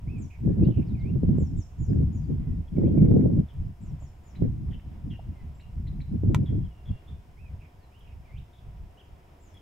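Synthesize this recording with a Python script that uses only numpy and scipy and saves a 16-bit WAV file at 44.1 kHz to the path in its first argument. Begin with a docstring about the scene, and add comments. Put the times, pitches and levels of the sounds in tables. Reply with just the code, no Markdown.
"""Wind and birds in dry scrubland

Gusts buffet the microphone: their eddies press on its two ports as rumble, flutter and thumps. One faint bird
gives thin, high, falling notes; others whistle and chatter lower down, and the bushes scatter their calls.
Something snaps once on the camera, a few tiny ticks sound close by, some gusts crackle sharply, and the open
country murmurs underneath."""
import sys
import numpy as np
from scipy import signal
from scipy.fft import rfft, irfft
from scipy.io import wavfile
from scipy.ndimage import uniform_filter1d

SR = 44100
rng = np.random.default_rng(int(sys.argv[2]) if len(sys.argv) > 2 else 0)


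def store_wav(level_fs):
    """Save 16-bit WAV to argv[1]."""
    pcm = np.round(np.clip(np.atleast_2d(level_fs), -1, 1) * 32767)
    wavfile.write(sys.argv[1], SR, pcm.T.astype(np.int16))


N = 423801
TIME = np.arange(N) / SR
HZ = np.fft.rfftfreq(N, 1 / SR)
STRONG_GUST_DB, STRONG_BUFFET_DB = -24.5, -27.5  # a strong gust and the small eddies it sheds


def wind():
    """Turbulent pressure: large eddies press on both ports alike, small ones hit each port apart."""
    # eddy spectra, from the largest eddies to the smallest: frequency_hz, relative_db
    lull_spectrum = [(8, -13), (22, -5), (45, -1.5), (72, 2), (105, -5), (150, -10.5), (220, -26.5),
                     (400, -64.5), (1500, -120)]
    rumble_spectrum = [(8, -23.5), (22, -15), (45, -6), (70, -2), (105, 0.5), (150, -4), (220, -21),
                       (400, -77.5), (1500, -120)]
    buffet_spectrum = [(50, -23.5), (110, -7), (165, 1.5), (230, -3.5), (320, -13.5), (450, -31.5),
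                       (700, -58), (3000, -125)]
    flutter_spectrum = [(130, -10.5), (220, 5.5), (310, 9), (430, 0.5), (580, -10.5), (780, -24.5),
                        (1100, -41), (2000, -57.5), (5000, -71.5), (12000, -105)]
    rumble_db, buffet_db = gust_levels()
    shoves = drift(13)  # a gust arrives unevenly, in eddies of every size
    speed = np.clip((rumble_db + 42) / 18, 0, 1)
    fast = np.sqrt(speed) * eddies(rumble_spectrum, correlation=0.87)
    slow = np.sqrt(1 - speed) * eddies(lull_spectrum, correlation=0.94)  # slow air sounds lower
    rumble = (fast + slow) * amp(rumble_db - 1.22 + 2.28 * shoves + 2.0 * drift(26))
    buffet = eddies(buffet_spectrum, correlation=0.48)
    buffet *= amp(buffet_db - 1.0 + 2.0 * shoves + 2.6 * drift(32))
    # the smallest eddies grow faster than the gust itself, and come in bursts
    growth_db = 0.67 * np.minimum(buffet_db + 21, 3)
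    flutter_db = buffet_db - 7.5 + growth_db + 1.4 * shoves + 4.06 * drift(50)
    flutter = eddies(flutter_spectrum, correlation=-0.22) * amp(flutter_db)
    return rumble + buffet + flutter + crackle(buffet_db)


def gust_levels(rise_db_per_s=211, fall_db_per_s=258.5, buffet_growth=1.706):
    """Incoherent addition: gusts and breeze sum in power. Returns large- and small-eddy levels in dB."""
    # gusts: full_strength_at_s, hold_s, level_db, extra_turbulence_db
    gusts = [(0.075, 0.18, -32.0, 3), (0.464, 0.25, -24.5, 2.5), (0.598, 0.027, -22.5, 0.5),
             (0.781, 0.011, -25.5, 4.5), (0.846, 0.14, -28, -1.5), (1.046, 0.13, -23.5, -3.5),
             (1.239, 0.19, -23.5, 0), (1.456, 0.14, -27.5, -4), (1.816, 0.015, -30, 1),
             (1.909, 0.12, -22.0, -1.5), (2.043, 0.23, -29.5, 0.0), (2.296, 0.039, -25.0, 1),
             (2.39, 0.21, -28, -2.5), (2.78, 0.62, -23, 4), (3.015, 0.25, -24, 3.5),
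             (3.608, 0.085, -31, -3.5), (3.824, 0.01, -38, 7), (3.917, 0.011, -29.5, -3.5),
             (4.025, 0.013, -41.5, -4), (4.439, 0.011, -23, 5), (4.484, 0.27, -32.0, -0.5),
             (4.697, 0.017, -30, -2), (4.883, 0.099, -39.5, 5.5), (5.059, 0.067, -31.5, 4.5),
             (5.259, 0.076, -35.5, 0.5), (5.426, 0.091, -39, -2), (5.801, 0.22, -33.0, -1),
             (6.144, 0.015, -24, 1.0), (6.249, 0.067, -19, -7.5), (6.299, 0.14, -22, -3.5),
             (6.524, 0.054, -22, -4.5), (6.622, 0.057, -31, -9.5), (6.903, 0.011, -31.5, -8),
             (7.105, 0.086, -39.5, -2), (7.434, 0.15, -37.5, -10.5), (8.092, 0.15, -40.5, -11),
             (8.348, 0.072, -37.5, -13), (8.663, 0.2, -42.5, -8), (9.133, 0.015, -43, -3),
             (9.428, 0.051, -53, 0.0)]
    # light air between gusts: time_s, level_db
    breeze = [(0, -48), (2.7, -49), (5.7, -42), (7.3, -51), (9.6, -55.5)]
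    t = np.linspace(0, TIME[-1], N // 64)
    start, hold, db, turbulence_db = np.transpose(gusts)[:, :, None]
    rising_db = rise_db_per_s * np.maximum(start - t, 0)
    falling_db = fall_db_per_s * np.maximum(t - start - hold, 0)
    large_db = np.vstack([db - rising_db - falling_db, np.interp(t, *np.transpose(breeze))])
    small_db = STRONG_BUFFET_DB + buffet_growth * (large_db - STRONG_GUST_DB)
    small_db[:-1] += turbulence_db  # the last row is the breeze
    powers = [(amp(levels) ** 2).sum(0) for levels in (large_db, small_db)]
    return [np.interp(TIME, t, 10 * np.log10(power)) for power in powers]


def eddies(spectrum, correlation):
    """Stationary turbulence: steady in power, lumpy only from one eddy to the next."""
    pressure = noise(spectrum, correlation)
    local_power = uniform_filter1d((pressure ** 2).mean(0), size=2600)
    return pressure / np.sqrt(local_power + 1e-12)


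def crackle(buffet_db, max_per_s=41, rise_s=0.00041, fall_s=0.0013):
    """Shot noise: the sharpest eddies flick one port or the other, more often as the gust grows."""
    t = TIME[:SR // 100]
    flick = np.gradient((1 - np.exp(-t / rise_s)) ** 3 * np.exp(-t / fall_s))
    activity = np.minimum(amp(buffet_db - STRONG_BUFFET_DB), 1)
    hits = rng.random((2, N)) < max_per_s / 2 / SR * activity
    peak_db = buffet_db - 21 + 2.5 * np.minimum(rng.exponential(1, (2, N)), 3)
    return signal.oaconvolve(hits * amp(peak_db), flick[None] / flick.max(), axes=1)[:, :N]


def thumps(rise_s=0.00047, other_port_db=-8):
    """Bipolar pressure pulse: a passing eddy gives one push and pull, mostly on one port."""
    # single eddies: start_s, peak_db
    passes = [(0.476, -11.5), (0.505, -18), (0.633, -13), (0.686, -10.5), (1.233, -8), (1.29, -12.5),
              (1.384, -10), (2.305, -21), (2.783, -6.5), (2.84, -11.5), (2.977, -7), (3.209, -12),
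              (3.377, -17.5), (4.421, -9), (6.235, -11.5)]
    out, u = np.zeros((2, N)), TIME[:SR // 50] / rise_s
    pulse = np.gradient(u ** 6 * np.exp(-u))
    for (s, db), port in zip(passes, rng.integers(0, 2, len(passes))):
        sides = np.roll([1, amp(other_port_db)], port)[:, None]
        add(out, s, amp(db) * sides * pulse / pulse.max())
    return out


def syrinx(hz, level_db, rasp, buzz_hz=85, buzz_depth=.07, jitter=0.12, waver_db=3.0):
    """Modulation: a near-pure whistle turns raspy as buzz and jitter shake its pitch and level."""
    t = np.arange(len(hz)) / SR
    shake = unit_rms(uniform_filter1d(rng.standard_normal(SR), size=45))[:len(t)]
    waver = unit_rms(uniform_filter1d(rng.standard_normal(SR), size=500))[:len(t)]
    buzz = np.sin(2 * np.pi * (buzz_hz * t + rng.random()))
    pitch_hz = hz * (1 + rasp * (buzz_depth * buzz + jitter * shake))
    phase = 2 * np.pi * np.cumsum(pitch_hz) / SR
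    overtone = amp(-27) * np.sin(2 * phase) * (hz < 4500)
    low_voice = rasp * amp(-6.5) * np.sin(0.9 * phase) * (1 + buzz)  # the other side of the syrinx
    envelope = amp(level_db + waver_db * waver) * (1 + 0.12 * rasp * buzz)
    return np.sqrt(2) * (np.sin(phase) + overtone + low_voice) * envelope


def high_bird(rasp=.07):
    """Frequency glides: thin notes flick up and slide steeply down."""
    # contours of the short and the long note: time_s, pitch_hz, relative_db
    seet_shape = [(0, 6300, -5), (.014, 8020, -3.5), (.028, 7300, 0), (.046, 6850, -2), (.066, 5900, -7.5),
                  (.08, 5520, -6.5), (.105, 5400, -20.5)]
    slur_shape = [(0, 6600, -17), (.015, 7100, -14), (.048, 7100, -5.5), (.07, 6070, -8.5),
                  (.095, 5350, -19.5), (.125, 5070, -18), (.16, 4440, -21)]
    # notes of each shape: start_s, level_db, pitch_factor, length_factor
    seets = [(.18, -63.5, 1.02, 0.85), (1.372, -66.5, 0.98, 1.3), (1.564, -63, 0.98, 0.79),
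             (3.808, -74, 1, 1.1), (3.997, -69, 0.97, 1.02), (9.394, -75.5, 0.97, 1.7)]
    slurs = [(1.778, -60.5, 1, 1), (2.119, -64, 0.96, .93), (4.228, -64.5, 1, 0.94)]
    out = np.zeros(N)
    for shape, notes in ((seet_shape, seets), (slur_shape, slurs)):
        times, hz, db = np.transpose(shape)
        for s, level_db, pitch_factor, stretch in notes:
            t = np.arange(0, times[-1], 1 / SR / stretch)
            glide = uniform_filter1d(np.interp(t, times, hz), size=200)
            note = syrinx(pitch_factor * glide, level_db + np.interp(t, times, db), rasp)
            add(out, s, note * signal.windows.tukey(len(t), .1))
    return out


def whistles(notes):
    """Continuous tuning: the syrinx glides smoothly through each note's evenly spaced pitches."""
    out = np.zeros(N)
    for s, length, db, *pitches, rasp in notes:
        curve = np.polyfit(np.linspace(0, 1, len(pitches)), pitches, len(pitches) - 1)
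        hz = np.polyval(curve, np.linspace(0, 1, round(length * SR)))
        add(out, s, syrinx(hz, db, rasp) * signal.windows.tukey(len(hz), .25))
    return out


def falling(hz, octaves):
    """Decelerating glide: four pitches that drop quickly and then level off."""
    # at four even steps: share_of_fall
    slide_shape = [0, .53, .81, 1]
    return hz / 2 ** (octaves * np.array(slide_shape))


def songster():
    """Frequency-modulated song: one bird gives its phrase twice, the second time more softly."""
    # arch, buzz, low note, rise, buzz, dip: offset_s, length_s, level_db, four of pitch_hz, rasp
    phrase = [ (0, .135, -63.5, 1908, 2590, 2550, 2200, 0.095),
              (.233, .075, -63.5, 2620, 2480, 2380, 2150, .58),
              (.41, 0.078, -76.5, 1615, 1700, 1820, 1800, 0.083),
              (.55, .072, -67, 2330, 2680, 2940, 3220, 0.2),
              (0.626, 0.16, -68, 3180, 2900, 2640, 2510, .62),
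              (.872, 0.18, -65.5, 2740, 2115, 2357, 2950, 0.11)]
    # repeats of the phrase: start_s, gain_db
    repeats = [(.065, 0), (7.365, -4)]
    return whistles([(start + s, length, gain_db + db, *voice)
                     for start, gain_db in repeats for s, length, db, *voice in phrase])


def chirps(hoarse_ratio=.63, hoarse_db=-12.5, hoarse_rasp=1):
    """Biphonation: buzzy falling notes, each with a hoarse second voice below it."""
    # chirps: start_s, length_s, level_db, first_pitch_hz, fall_octaves, rasp
    calls = [(0.646, 0.017, -66.5, 4080, .17, .3), (2.672, 0.02, -71.5, 3480, 0.084, .2),
             (2.759, 0.029, -67.5, 2450, 0.21, 0.26), (2.972, 0.026, -65, 2550, .19, 0.2),
             (3.031, 0.035, -72, 2570, .22, 0.8), (3.096, .012, -72, 3900, .1, 0),
             (3.483, 0.033, -66.5, 3580, .18, 0.44), (4.707, .052, -62, 3540, .32, 0.5),
             (5.098, 0.074, -59, 3490, 0.36, 0.37), (6.455, .05, -64, 3620, 0.16, .24),
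             (6.853, .055, -64.5, 3550, .13, 0.2), (8.527, 0.078, -70.5, 3580, 0.071, 0.43),
             (9.538, 0.056, -66, 3470, 0.093, .2)]
    upper = [(s, length, db, *falling(hz, fall), rasp) for s, length, db, hz, fall, rasp in calls]
    lower = [(s, length, db + hoarse_db, *falling(hz * hoarse_ratio, fall), hoarse_rasp)
             for s, length, db, hz, fall, _ in calls]
    return whistles(upper + lower)


def far_whistlers(slide_rasp=.1, swoop_rasp=.3, arch_rasp=.22):
    """Frequency sweeps: scattered birds slide down, swoop up or arch over."""
    # falling notes: start_s, length_s, level_db, first_pitch_hz, fall_octaves
    slides = [(0.638, .045, -77, 5000, .36), (0.86, 0.064, -74, 6200, 0.84),
              (0.99, 0.044, -76.5, 5500, 0.75), (1.555, 0.069, -82, 3780, .08),
              (2.42, 0.12, -77, 2380, .38), (5.348, 0.095, -70.5, 2170, 0.13),
              (5.532, 0.079, -81, 7650, 0.047), (6.7, 0.11, -74.5, 2950, 0.086),
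              (6.87, 0.14, -75, 2820, 0.023), (7.79, .085, -81, 5100, .4)]
    # rising notes: start_s, length_s, level_db, base_pitch_hz
    swoops = [(2.823, 0.068, -68, 2196), (8.302, .095, -64, 2370)]
    # arched notes: start_s, length_s, level_db, top_pitch_hz, depth_octaves
    arches = [(5.604, .045, -66.5, 2810, 0.057), (6.636, 0.036, -72, 3330, 0.24),
              (7.068, .062, -68.5, 3560, 0.096), (8.969, 0.054, -65, 3150, 0.34)]
    swoop_ratios, arch_shares = np.array([0.75, 1, 1.15, 1.9]), np.array([0.92, 0.034, 0, 1])
    notes = [(s, length, db, *falling(hz, fall), slide_rasp) for s, length, db, hz, fall in slides]
    notes += [(s, length, db, *(hz * swoop_ratios), swoop_rasp) for s, length, db, hz in swoops]
    notes += [(s, length, db, *(hz / 2 ** (depth * arch_shares)), arch_rasp)
              for s, length, db, hz, depth in arches]
    return whistles(notes)


def chips():
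    """Roughness: brief, strongly modulated voices overlap as a low scrape with a clearer top."""
    # harsh calls: start_s, level_db
    calls = [(4.347, -68), (5.595, -70), (5.865, -66), (6.001, -64)]
    # voices of one call: delay_s, length_s, pitch_hz, relative_db, rasp
    voices = [(0, 0.012, 2180, 1.5, 1), (.002, 0.018, 2940, -7, 1), (.004, .02, 3950, 3.5, .4)]
    out = np.zeros(N)
    for s, db in calls:
        for delay, length, hz, voice_db, rasp in voices:
            n = round(length * SR)
            voice = syrinx(np.full(n, hz), db + voice_db, rasp)
            add(out, s + delay, voice * signal.windows.tukey(n, .5))
    return out


def snap(crack_db=5, crack_t60_s=0.0055, cutoff_hz=7500):
    """Impulse response: a double click rings the camera body, with a crack that differs at each port."""
    # modes of the body: frequency_hz, relative_db, t60_s
    modes = [(1040, 5.5, 0.032), (1330, 10.5, 0.0087), (2000, 2, 0.016), (2330, -3.5, 0.035),
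             (2540, 0.5, 0.0084), (3000, -15, .03), (3400, 3, 0.0053), (4580, -14.5, .016),
             (5060, -27, .016), (6100, -8, 0.0091), (6960, -4, 0.013), (7400, -13, 0.015)]
    # the two clicks: start_s, level_db
    impacts = [(6.3469, -32), (6.349, -44)]
    out, t = np.zeros((2, N)), TIME[:SR // 8]
    ring = sum(amp(db - 60 * t / t60) * np.sin(2 * np.pi * hz * t) for hz, db, t60 in modes)
    lowpass = signal.butter(1, cutoff_hz, fs=SR)
    for s, db in impacts:
        crack = signal.lfilter(*lowpass, rng.standard_normal((2, len(t))))
        crack *= amp(crack_db - 60 * t / crack_t60_s)
        add(out, s, amp(db) * (ring + crack))
    return out


def ticks(t60_s=0.025, relative_width=0.42):
    """Exponential decay: each tick is a short burst of noise in a band around its own pitch."""
    # tiny ticks close by, and a few sharp crackles within the gusts: start_s, level_db, centre_hz
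    bursts = [(.8086, -66, 13000), (1.8642, -63, 13300), (1.931, -53, 1570), (3.116, -48, 1700),
              (3.212, -46.5, 1680), (3.5379, -66, 12000), (4.021, -43, 754), (4.441, -56, 1700),
              (4.687, -51.5, 1410), (4.797, -52.5, 2350), (5.191, -34.5, 670), (6.141, -73, 13900),
              (7.9932, -61, 14100), (9.542, -62, 9800)]
    out, t = np.zeros(N), TIME[:SR // 20]
    f = np.fft.rfftfreq(len(t), 1 / SR)
    for s, db, hz in bursts:
        band = np.exp(-((f / hz - 1) / relative_width) ** 2)
        burst = unit_rms(irfft(rfft(rng.standard_normal(len(t))) * band, len(t)))
        attack = 1 - np.exp(-t * hz)
        add(out, s, burst * attack * amp(db - 4.5 - 60 * t / t60_s))
    return out


def scrub(x, wet_db, t60_s, pan_db):
    """Scattering: dense, weak echoes from bushes follow the direct sound, different in each ear."""
    t = TIME[:SR]
    echoes = rng.standard_normal((2, SR)) * (rng.random((2, SR)) < .06)
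    echoes *= amp(-60 * t / t60_s) * (t > .003)
    tail = signal.fftconvolve(np.atleast_2d(x), echoes / np.linalg.norm(echoes[0]), axes=1)[:, :N]
    return x * amp([[pan_db / 2], [-pan_db / 2]]) + amp(wet_db) * tail


def air():
    """Partly coherent ambience: a far murmur of open country over a hiss with a faint insect band."""
    # background spectra: frequency_hz, density_db
    murmur_spectrum = [(30, -80.5), (270, -89.5), (390, -89.5), (480, -93), (590, -93), (720, -88),
                       (830, -97), (950, -91.5), (1100, -99), (1600, -103), (2400, -104), (3200, -107.5),
                       (4200, -117), (9000, -132)]
    hiss_spectrum = [(1000, -120), (4600, -118), (5100, -110), (5900, -116), (7500, -117), (9500, -120),
                     (14000, -120), (16000, -122)]
    # likeness of left and right: frequency_hz, correlation
    coherence = [(60, 1), (290, 0.98), (640, 0.26), (1400, 0.15), (3100, 0.27), (7000, 0.54), (15000, 0.94)]
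    correlation = log_curve(coherence)
    murmur = noise(murmur_spectrum, correlation) * amp(drift(8.8))
    return murmur + noise(hiss_spectrum, correlation)


def noise(spectrum, correlation):
    """Spectral shaping of stereo noise; the balance of mid and side sets the left-right correlation."""
    a, b = rfft(rng.standard_normal((2, N)))
    mid, side = a * np.sqrt((1 + correlation) / 2), b * np.sqrt((1 - correlation) / 2)
    return irfft(np.array([mid + side, mid - side]) * amp(log_curve(spectrum)), N) * np.sqrt(SR / 2)


def drift(rate_hz):
    """Low-passed noise: smooth random motion of rms 1."""
    return unit_rms(irfft(rfft(rng.standard_normal(N)) * np.exp(-(HZ / rate_hz) ** 2), N))


def log_curve(points):
    """Linear interpolation on a log-frequency axis."""
    f, value = np.transpose(points)
    return np.interp(np.log(HZ + 1), np.log(f + 1), value)


def amp(db):
    """Decibels to amplitude ratio."""
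    return 10 ** (np.asarray(db) / 20)


def unit_rms(x):
    """Normalisation to rms 1."""
    return x / np.sqrt(np.mean(x ** 2) + 1e-20)


def add(mix, start_s, sound):
    """Superposition of a sound on the mix from start_s on."""
    part = mix[..., max(round(start_s * SR), 0):][..., :sound.shape[-1]]
    part += sound[..., :part.shape[-1]]


def scene():
    """Superposition of wind, birds far off in the bushes, clicks close by and the open air."""
    birds = scrub(high_bird(), wet_db=0.5, t60_s=0.5, pan_db=10.0)
    birds += scrub(songster(), wet_db=-2, t60_s=0.25, pan_db=-7.0)
    birds += scrub(chirps(), wet_db=-3.5, t60_s=0.51, pan_db=2.5)
    birds += scrub(far_whistlers(), wet_db=-1.5, t60_s=.45, pan_db=-1.5)
    birds += scrub(chips(), wet_db=-2, t60_s=0.44, pan_db=1.2)
    clicks = scrub(snap() + ticks(), wet_db=-9.5, t60_s=0.086, pan_db=-1.5)
    return wind() + thumps() + air() + birds + clicks


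def record(dry):
    """Band limiting: a steep low-pass removes the treble above 15.8 kHz."""
    lowpass = signal.firwin(511, 15800, window=("kaiser", 9), fs=SR)
    return signal.oaconvolve(dry, lowpass[None], "same")


dry = scene()
out = record(dry)
store_wav(out)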